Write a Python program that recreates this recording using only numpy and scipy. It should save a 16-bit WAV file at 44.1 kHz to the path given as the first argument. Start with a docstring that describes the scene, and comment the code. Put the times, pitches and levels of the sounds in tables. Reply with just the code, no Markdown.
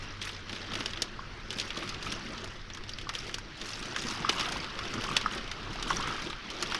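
"""Heavy rain blows against a window in spells; the microphone stands close to the glass, in the room behind it.
Gusts throw sheets of fine spray at the pane and big drops tick on it: each blow shakes noisy, decaying modes.
Fat drips plop on the sill, dull thuds flex the pane and tiny bubbles plink: short rings of a few partials.
The water film fizzes and the sill patters with many chance-pitched rings; the pane drums softly.
Farther off, the downpour on the parking lot, a low rumble and a wavering hum are shaped noise."""
import sys
import numpy as np
from scipy import signal
from scipy.fft import rfft, irfft, next_fast_len
from scipy.io import wavfile
from scipy.ndimage import uniform_filter1d

SR = 44100
rng = np.random.default_rng(int(sys.argv[2]) if len(sys.argv) > 2 else 0)


def master_out(mix):
    """Clip the mix to full scale and print it as 16-bit PCM to the path in sys.argv[1]."""
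    frames = np.transpose(np.atleast_2d(mix))
    ceiling = np.clip(frames, -1, 1)
    pcm = np.round(ceiling * 32767).astype(np.int16)
    wavfile.write(sys.argv[1], SR, pcm)


N = 299439


def amp(db):
    """Decibels to gain."""
    return 10 ** (np.asarray(db) / 20)


def unit(x):
    """Scale to rms 1."""
    return x / np.sqrt(np.mean(x ** 2) + 1e-20)


def along(points, hz):
    """Read (f/Hz, value) points on a log frequency axis."""
    f, v = np.transpose(points)
    return np.interp(np.log(hz + 1), np.log(f + 1), v)


def curves(rows):
    """One value per sample for each column after the time."""
    s, *cols = np.transpose(rows)
    return [np.interp(np.arange(N) / SR, s, c) for c in cols]


def filtered(x, response):
    """x times a response of frequency; zero padding gives the filter's tail room."""
    m = next_fast_len(N + 8192)
    gain = response(np.fft.rfftfreq(m, 1 / SR))
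    return irfft(rfft(x, m) * gain, m)[:N]


def pane(times, drop_db, rise, lag, damping):
    """Drops shake the crowded modes of the glass; drop_db(Hz) gives each drop's strength in a band."""
    # the pane's answer to a drop: f/Hz, relative level/dB, t60/s before damping shortens it
    glass_modes = [(278, -4, 0.044), (750, -3.5, 0.023), (1380, -0.5, 0.05), (2235, -5.5, 0.09),
                   (3320, 2.5, 0.036), (4350, -4, 0.046), (4540, -1.5, 0.046), (6420, -7.5, 0.036),
                   (7200, -16.5, 0.039), (10020, -26, 0.062), (12300, -34, 0.036)]
    t = np.arange(SR // 10) / SR
    centres = np.array(glass_modes)[:, 0]
    at = np.clip(np.round(times * SR).astype(int), 0, N - 1)
    out = np.zeros(N)
    for (hz, db, t60), band in zip(glass_modes, np.eye(len(glass_modes))):
        # bending waves are dispersive: the treble arrives first and swells fastest
        slow = np.sqrt(3000 / hz)
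        age = np.maximum(t - lag * slow, 0)
        swell = 1 - np.exp(-(age / (rise * slow)) ** 2)
        ring = swell * amp(-60 * age * damping / t60)
        blows = np.bincount(at, amp(db + drop_db(hz)) ** 2, N)
        power = np.abs(signal.oaconvolve(blows, ring ** 2)[:N])

        def band_gain(f):
            """Share of this band, falling off below the lowest mode."""
            return np.sqrt(along(np.c_[centres, band], f) * np.minimum(f / centres[0], 1) ** 4)

        modes = filtered(rng.standard_normal(N), band_gain)
        out += np.sqrt(power) * modes
    return out


def sheets():
    """Gain of the wind-blown sheets of small drops: each builds up, slowly thins out and dies away."""
    # gusts of spray: arrival at full strength t/s, length/s, level/dB halfway through
    gusts = [(0.0, 0.04, -49.5), (0.227, 0.054, -44), (0.49, 0.1, -47.5), (0.737, 0.086, -44),
             (0.86, 0.14, -51.5), (1.523, 0.15, -45.5), (1.76, 0.09, -44.5), (2.036, 0.1, -43),
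             (2.235, 0.29, -49.5), (2.883, 0.14, -52.5), (3.134, 0.15, -45), (3.567, 0.12, -47),
             (3.66, 0.16, -44), (3.838, 0.14, -45.5), (3.999, 0.18, -41.5), (4.314, 0.29, -42.5),
             (4.79, 0.22, -49.5), (5.02, 0.1, -43), (5.31, 0.049, -46.5), (5.716, 0.023, -48.5),
             (5.872, 0.096, -40.5), (6.08, 0.22, -46), (6.52, 0.21, -49), (6.687, 0.08, -44.5)]
    attack_s, release_s, sag_db_per_s = 0.03, 0.062, 7
    t = np.arange(N) / SR
    power = np.zeros(N)
    for s, length, db in gusts:
        attack = np.clip(1 + (t - s) / attack_s, 0, 1)
        sag_db = sag_db_per_s * (np.clip(t - s, 0, length) - length / 2)
        release = np.exp(-np.maximum(t - s - length, 0) / release_s)
        power += (amp(db - sag_db) * attack * release) ** 2
    return np.sqrt(power)


def spray(level_db, count, spread_db, favour_db, colour_db, brighten):
    """Countless small drops shake the glass; harder sheets of rain splash brighter."""
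    slot, rank = rng.random((count, 2)).T
    when = (np.arange(count) + slot) / count  # share of the whole duration
    sheet_db = level_db[(when * N).astype(int)]
    size_db = sheet_db + spread_db * rank ** 3  # few drops are large
    # size and place of impact decide which part of the pane's range a drop favours
    own_hz = 3200 * np.exp(rng.normal(0, 0.69, count))

    def drop_db(hz):
        """Strength of each drop in the band at hz."""
        favour = favour_db * np.exp(-(np.log(hz / own_hz) / 0.2) ** 2)
        treble = np.clip(np.log2(hz / 4500), 0, 1)
        splash = brighten * (sheet_db - sheet_db.mean()) * treble
        return size_db + favour + splash + colour_db * rng.standard_normal(count)

    ticks = pane(when * N / SR, drop_db, rise=.0009, lag=.0003, damping=1.1)
    return unit(ticks) * np.sqrt(np.mean(amp(level_db) ** 2))


def big_drops(gain_db=6.5, knock_db=11, splash_db=13, ping_db=-1.0, ping_share=1.0):
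    """Single drops near the microphone shake the pane; a splashier drop also pings the upper modes harder."""
    # drops on the glass: t/s, level/dB before gain_db, knock/dB and splash/dB
    # (both relative to the body of the tick, before knock_db and splash_db)
    drops = [(0.216, -22.5, -21, -24), (0.2244, -32, -22, -6.5), (0.4948, -27.5, -13, -20.5),
             (0.529, -25.5, -14, -18), (0.561, -30.5, -13, -21), (0.719, -27.5, -10, -22),
             (0.7354, -22.5, -21, -23), (0.7538, -22, -16, -18), (0.806, -22, -12, -22),
             (0.859, -21, -17, -14.5), (0.9342, -26.5, -19, -24), (0.9732, -25.5, -21, -27),
             (1.0205, -17.5, -25, -7), (1.505, -24, -24, -16), (1.5856, -22.5, -20, -14.5),
             (1.5985, -21.5, -28, -10.5), (1.6126, -24, -28, -16), (1.705, -23.5, -15, -24.5),
             (1.773, -25, -23, -16.5), (1.826, -32, -3, -22), (1.8921, -23.5, -30, -14),
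             (1.9444, -26.5, -23, -22), (2.0262, -30.5, -14, -11), (2.1228, -28.5, -12, -6.5),
             (2.4433, -35, -7, -6.5), (2.7011, -30.5, -13, -24), (2.7477, -32, -11, -12.5),
             (2.7721, -34, -6, -13.5), (2.837, -33.5, -16, -20), (2.8932, -28.5, -24, -14.5),
             (2.9854, -27.5, -22, -18), (3.0131, -34, -18, -13), (3.0921, -24, -9.5, -14),
             (3.1522, -21.5, -27, -18), (3.293, -34, -3, -15), (3.343, -25, -21, -8), (3.384, -39, 2, -1),
             (3.6144, -30.5, -13, -11), (3.9624, -23.5, -8, -13.5), (4.2934, -12, -18, -15.5),
             (4.396, -24, -10, -11), (4.4087, -26, -6, -11), (4.4565, -22, -23, -29), (4.5216, -29, -6, -5),
             (4.6438, -26, -16, -22), (4.79, -27.5, -10, -16), (4.9394, -32.5, -2, -5.5),
             (5.0393, -27, -9, -12.5), (5.1663, -10.5, -19, -14), (5.2123, -25, -17, -17),
             (5.3343, -28, -9, -29), (5.38, -25, -16, -23), (5.477, -32, -17, -16),
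             (5.5147, -28, -9, -12.5), (5.8264, -27, -23, -7), (5.904, -32.5, 8, -11),
             (6.329, -28.5, -8, -27), (6.502, -25.5, -35, -15.5), (6.6255, -25.5, -2.5, -2),
             (6.7208, -26, -3, -18), (6.7461, -22, -4, -13)]
    s, db, knock, splash = np.transpose(drops)
    flat, bright = np.zeros(len(s)), splash + splash_db
    ping = ping_db + ping_share * bright
    colour = np.c_[flat, knock + knock_db, flat, ping, bright]
    colour_hz = [500, 1300, 3100, 5400, 8500]

    def drop_db(hz):
        """Strength of each drop in the band at hz."""
        return db + np.array([along(np.c_[colour_hz, c], hz) for c in colour])

    # the blow comes a moment before the time in the table, as the modes need time to swell
    ticks = pane(s - .001, drop_db, rise=.0008, lag=.0003, damping=1.25)
    return amp(gain_db) * ticks


def rings(events, partials, t60, rise, glide):
    """Each (t/s, level/dB, f/Hz) event rings (ratio, level/dB) partials; glide is the relative rise per second."""
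    t = np.arange(SR // 5) / SR
    ratio, level = np.transpose(partials)[:, :, None]
    envelope = (1 - np.exp(-t / rise)) * amp(-60 * t / t60)
    out = np.zeros(N + len(t))
    for s, db, hz in events:
        detune = 1 + rng.normal(0, 0.0031, ratio.shape)
        cycles = hz * ratio * detune * t * (1 + glide * t / 2)
        ring = np.sum(amp(level) * np.sin(2 * np.pi * cycles), axis=0)
        out[round(s * SR):][:len(t)] += amp(db) * ring * envelope
    return out[:N]


def plops():
    """A fat drip rings a close cluster of sill modes for a few cycles."""
    # fat drips on the sill: t/s, level/dB before the gain below, base f/Hz
    drips = [(1.192, -23.5, 1100), (1.7658, -25.5, 1180), (2.067, -25, 1270), (3.0697, -26.5, 1170),
             (3.0974, -24, 1260), (3.9615, -25, 1650), (4.2476, -13, 1200), (4.2882, -16.5, 1280),
             (4.5603, -24, 1060), (5.0887, -19.5, 1194), (5.113, -19.5, 1160), (5.16, -22.5, 1420),
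             (5.2602, -9.5, 1276), (5.907, -13, 1080), (5.9992, -20.5, 1060), (6.3034, -26.5, 1250),
             (6.7245, -29, 1370)]
    partials = [(0.99, 2.5), (1.035, -17), (1.26, -7), (4.2, -17)]
    return amp(3) * rings(drips, partials, t60=0.014, rise=0.002, glide=0)


def thuds():
    """Wind-blown sheets of rain slap the pane and flex it whole; its lowest modes give a dull, well damped
    knock."""
    # slaps of wind-blown sheets: t/s, level/dB before the gain below, base f/Hz
    sheet_slaps = [(0.724, -32, 205), (0.764, -25.5, 323), (1.019, -27.5, 337), (1.585, -34, 213),
                   (1.774, -23, 305), (4.05, -21.5, 247), (4.403, -29, 348), (5.359, -27, 371),
                   (6.623, -23, 349)]
    partials = [(1.014, 0), (0.8, -15.0), (1.316, -9.5), (1.92, -8.5)]
    return amp(-4.5) * rings(sheet_slaps, partials, t60=0.047, rise=0.0012, glide=0)


def plinks():
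    """A tiny bubble in the water film rings briefly and rises in pitch as it surfaces."""
    # bubbles: t/s, level/dB before the gain below, starting f/Hz
    bubbles = [(0.125, -39, 5500), (2.7357, -30.5, 5560), (2.9357, -25.5, 4700), (3.1892, -25, 5200),
               (3.9937, -33, 5360), (5.968, -19, 5560)]
    return amp(3) * rings(bubbles, [(1, -2.5), (1.1, -12)], t60=0.013, rise=0.00031, glide=17)


def patter(body, centre_hz, count, spread_db, scatter, t60):
    """Many small drops, each a short ring at a chance pitch, coloured by the body they land on; rms 1."""
    when, rank, phase = rng.random((count, 3)).T[:, :, None]
    hz = np.minimum(centre_hz * np.exp(rng.normal(0, scatter, (count, 1))), SR / 3)
    t = np.arange(SR // 64) / SR
    swell = 1 - np.exp(-t * hz / 2)  # the ring builds up over about two cycles
    decay = amp(spread_db * rank ** 4 - 60 * t / t60)
    drops = decay * swell * np.sin(2 * np.pi * (hz * t + phase))
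    at = (when * N).astype(int) + np.arange(len(t))
    drips = np.bincount(at.ravel(), drops.ravel(), N)[:N]
    return unit(filtered(drips, lambda f: amp(along(body, f))))


def film_fizz(spray_db):
    """Droplets that land in the running water film fizz along with the spray, 6 dB below it."""
    # colour of the film on the glass: f/Hz, relative level/dB
    film_colour = [(1200, -24), (2500, 4.5), (4000, -3), (5800, 2.5), (6800, -14.5), (9000, -11.5),
                   (12000, -22)]
    fizz = patter(film_colour, centre_hz=4200, count=2400, spread_db=14, scatter=.36, t60=.015)
    return amp(spray_db - 6) * fizz


def sill_patter(heavier_db):
    """Small drops ring the sill; both its resonances get louder in harder rain, the lower a little faster."""
    # the sill's lower and upper resonance: f/Hz, relative level/dB
    lower_body = [(300, -22), (700, -0.5), (1000, -6), (1300, -2), (1600, -10.5), (2200, -34), (7000, -44)]
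    upper_body = [(1800, -33), (2500, -6), (2950, -5.5), (3400, -5.5), (4500, -22)]
    # level in usual rain (dB), and dB gained per dB of heavier rain
    lower_db, lower_grows = -51.5, 1.8
    upper_db, upper_grows = -54.5, 1.57
    lower = patter(lower_body, centre_hz=1276, count=1800, spread_db=7.5, scatter=0.231, t60=0.016)
    upper = patter(upper_body, centre_hz=2954, count=1800, spread_db=11, scatter=0.097, t60=0.015)
    return amp(lower_db + lower_grows * heavier_db) * lower + amp(upper_db + upper_grows * heavier_db) * upper


def room(x, t60=0.13, gap=0.0031):
    """The short tail of a furnished room, a decaying noise burst after a gap, softened in the treble."""
    t = np.arange(SR // 3) / SR
    tail = rng.standard_normal(len(t)) * amp(-60 * t / t60) * (t > gap)
    wet = signal.oaconvolve(x, tail / np.linalg.norm(tail))[:N]
    return filtered(wet, lambda f: 1 / np.sqrt(1 + (f / 6000) ** 4))


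def rush(spectrum, patchy_db):
    """Coloured noise of rms 1 with patches of random gain in time and frequency."""
    z = signal.stft(rng.standard_normal(N), nperseg=512)[2]
    field = uniform_filter1d(rng.standard_normal(z.shape), size=6, axis=0)
    field = uniform_filter1d(field, size=10, axis=1)
    x = signal.istft(z * amp(patchy_db * unit(field)), nperseg=512)[1][:N]
    return unit(filtered(x, lambda hz: amp(along(spectrum, hz))))


def drumming(heavier_db, spray_db):
    """The pane drums softly: patchy low noise that grows with the rain and partly follows the spray."""
    # colour of the drumming: f/Hz, relative level/dB
    drum_colour = [(60, -20), (110, -3), (135, -3.5), (165, -4), (210, 2), (275, -5), (345, 0), (430, -5.5),
                   (650, -10), (1000, -16.5), (2000, -73)]
    # dB per dB of heavier rain, and of spray above its mean
    grows, follows_spray = 0.62, 0.31
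    drum_db = -48 + grows * heavier_db + follows_spray * (spray_db - spray_db.mean())
    return amp(drum_db) * rush(drum_colour, patchy_db=3.0)


def downpour_wash(heavier_db):
    """The downpour over the parking lot outside merges into patchy noise that grows with the rain."""
    # colour of the wash: f/Hz, relative level/dB
    wash_colour = [(100, 6), (300, 5.5), (500, 1), (700, -3.5), (950, 0), (1250, 5.5), (2000, 5),
                   (3000, -1.5), (4200, -2.5), (5600, -6), (7000, -21), (12000, -34.5)]
    # level in usual rain (dB), and dB gained per dB of heavier rain
    usual_db, grows = -45, 0.81
    return amp(usual_db + grows * heavier_db) * rush(wash_colour, patchy_db=2.0)


def rumble():
    """A low rumble under the rain: nearly even noise in the deep bass, with a drifting level."""
    # colour of the rumble: f/Hz, relative level/dB
    rumble_colour = [(10, -9), (20, -6.5), (27, -2), (38, -7), (55, -15), (85, -21.5), (150, -17),
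                     (400, -86)]
    # its course: t/s, level/dB
    rumble_course = [(0, -46), (0.55, -52), (0.85, -47), (1.3, -47), (2.7, -46.5), (3.7, -49.5),
                     (5.8, -44.5), (6.0, -41.5), (6.25, -48), (6.79, -49.5)]
    return amp(curves(rumble_course)[0]) * rush(rumble_colour, patchy_db=0.5)


def hum(hz=98, half_width_hz=8):
    """A wavering low drone: a band of noise so narrow that its strength wanders."""
    # its course: t/s, level/dB
    hum_course = [(0, -50), (0.6, -52.5), (1.2, -55), (2.9, -53.5), (3.7, -57.5), (5.7, -55.5), (6.79, -64)]
    drone = filtered(rng.standard_normal(N), lambda f: 1 / (1 + ((f - hz) / half_width_hz) ** 4))
    return amp(curves(hum_course)[0]) * unit(drone)


def scene():
    """Rain on glass and sill close by, the wash of the downpour outside, rumble and hum underneath."""
    # how hard it rains; drives wash, sill, drumming and steady spray: t/s, strength/dB
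    rain_course = [(0.0, -49), (0.43, -49.5), (0.74, -45), (1.19, -50.5), (1.93, -46), (2.27, -46.5),
                   (2.68, -52), (3.57, -50), (4.42, -39.5), (4.65, -44), (4.82, -43.5), (5.09, -40.5),
                   (5.54, -46), (5.77, -44), (6.09, -39.5), (6.35, -48), (6.58, -45), (6.79, -42)]
    heavier_db = curves(rain_course)[0] + 46  # usual rain is -46 dB
    steady_spray_db = -53.5 + heavier_db
    spray_db = 20 * np.log10(np.hypot(amp(steady_spray_db), sheets()))
    glass = spray(spray_db, count=900, spread_db=11.0, favour_db=7.5, colour_db=2.5, brighten=0.8)
    near = big_drops() + plops() + thuds() + plinks()
    near_in_room = near + amp(-12.0) * room(near)
    wet_surfaces = film_fizz(spray_db) + sill_patter(heavier_db)
    background = drumming(heavier_db, spray_db) + downpour_wash(heavier_db) + rumble() + hum()
    return (glass + near_in_room + wet_surfaces + background)[None]


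def record(dry):
    """The microphone's chain cuts off very steeply above its band limit."""
    top_hz = 12100
    return np.array([filtered(x, lambda hz: 1 / np.sqrt(1 + (hz / top_hz) ** 200)) for x in dry])


dry = scene()
out = record(dry)
master_out(out)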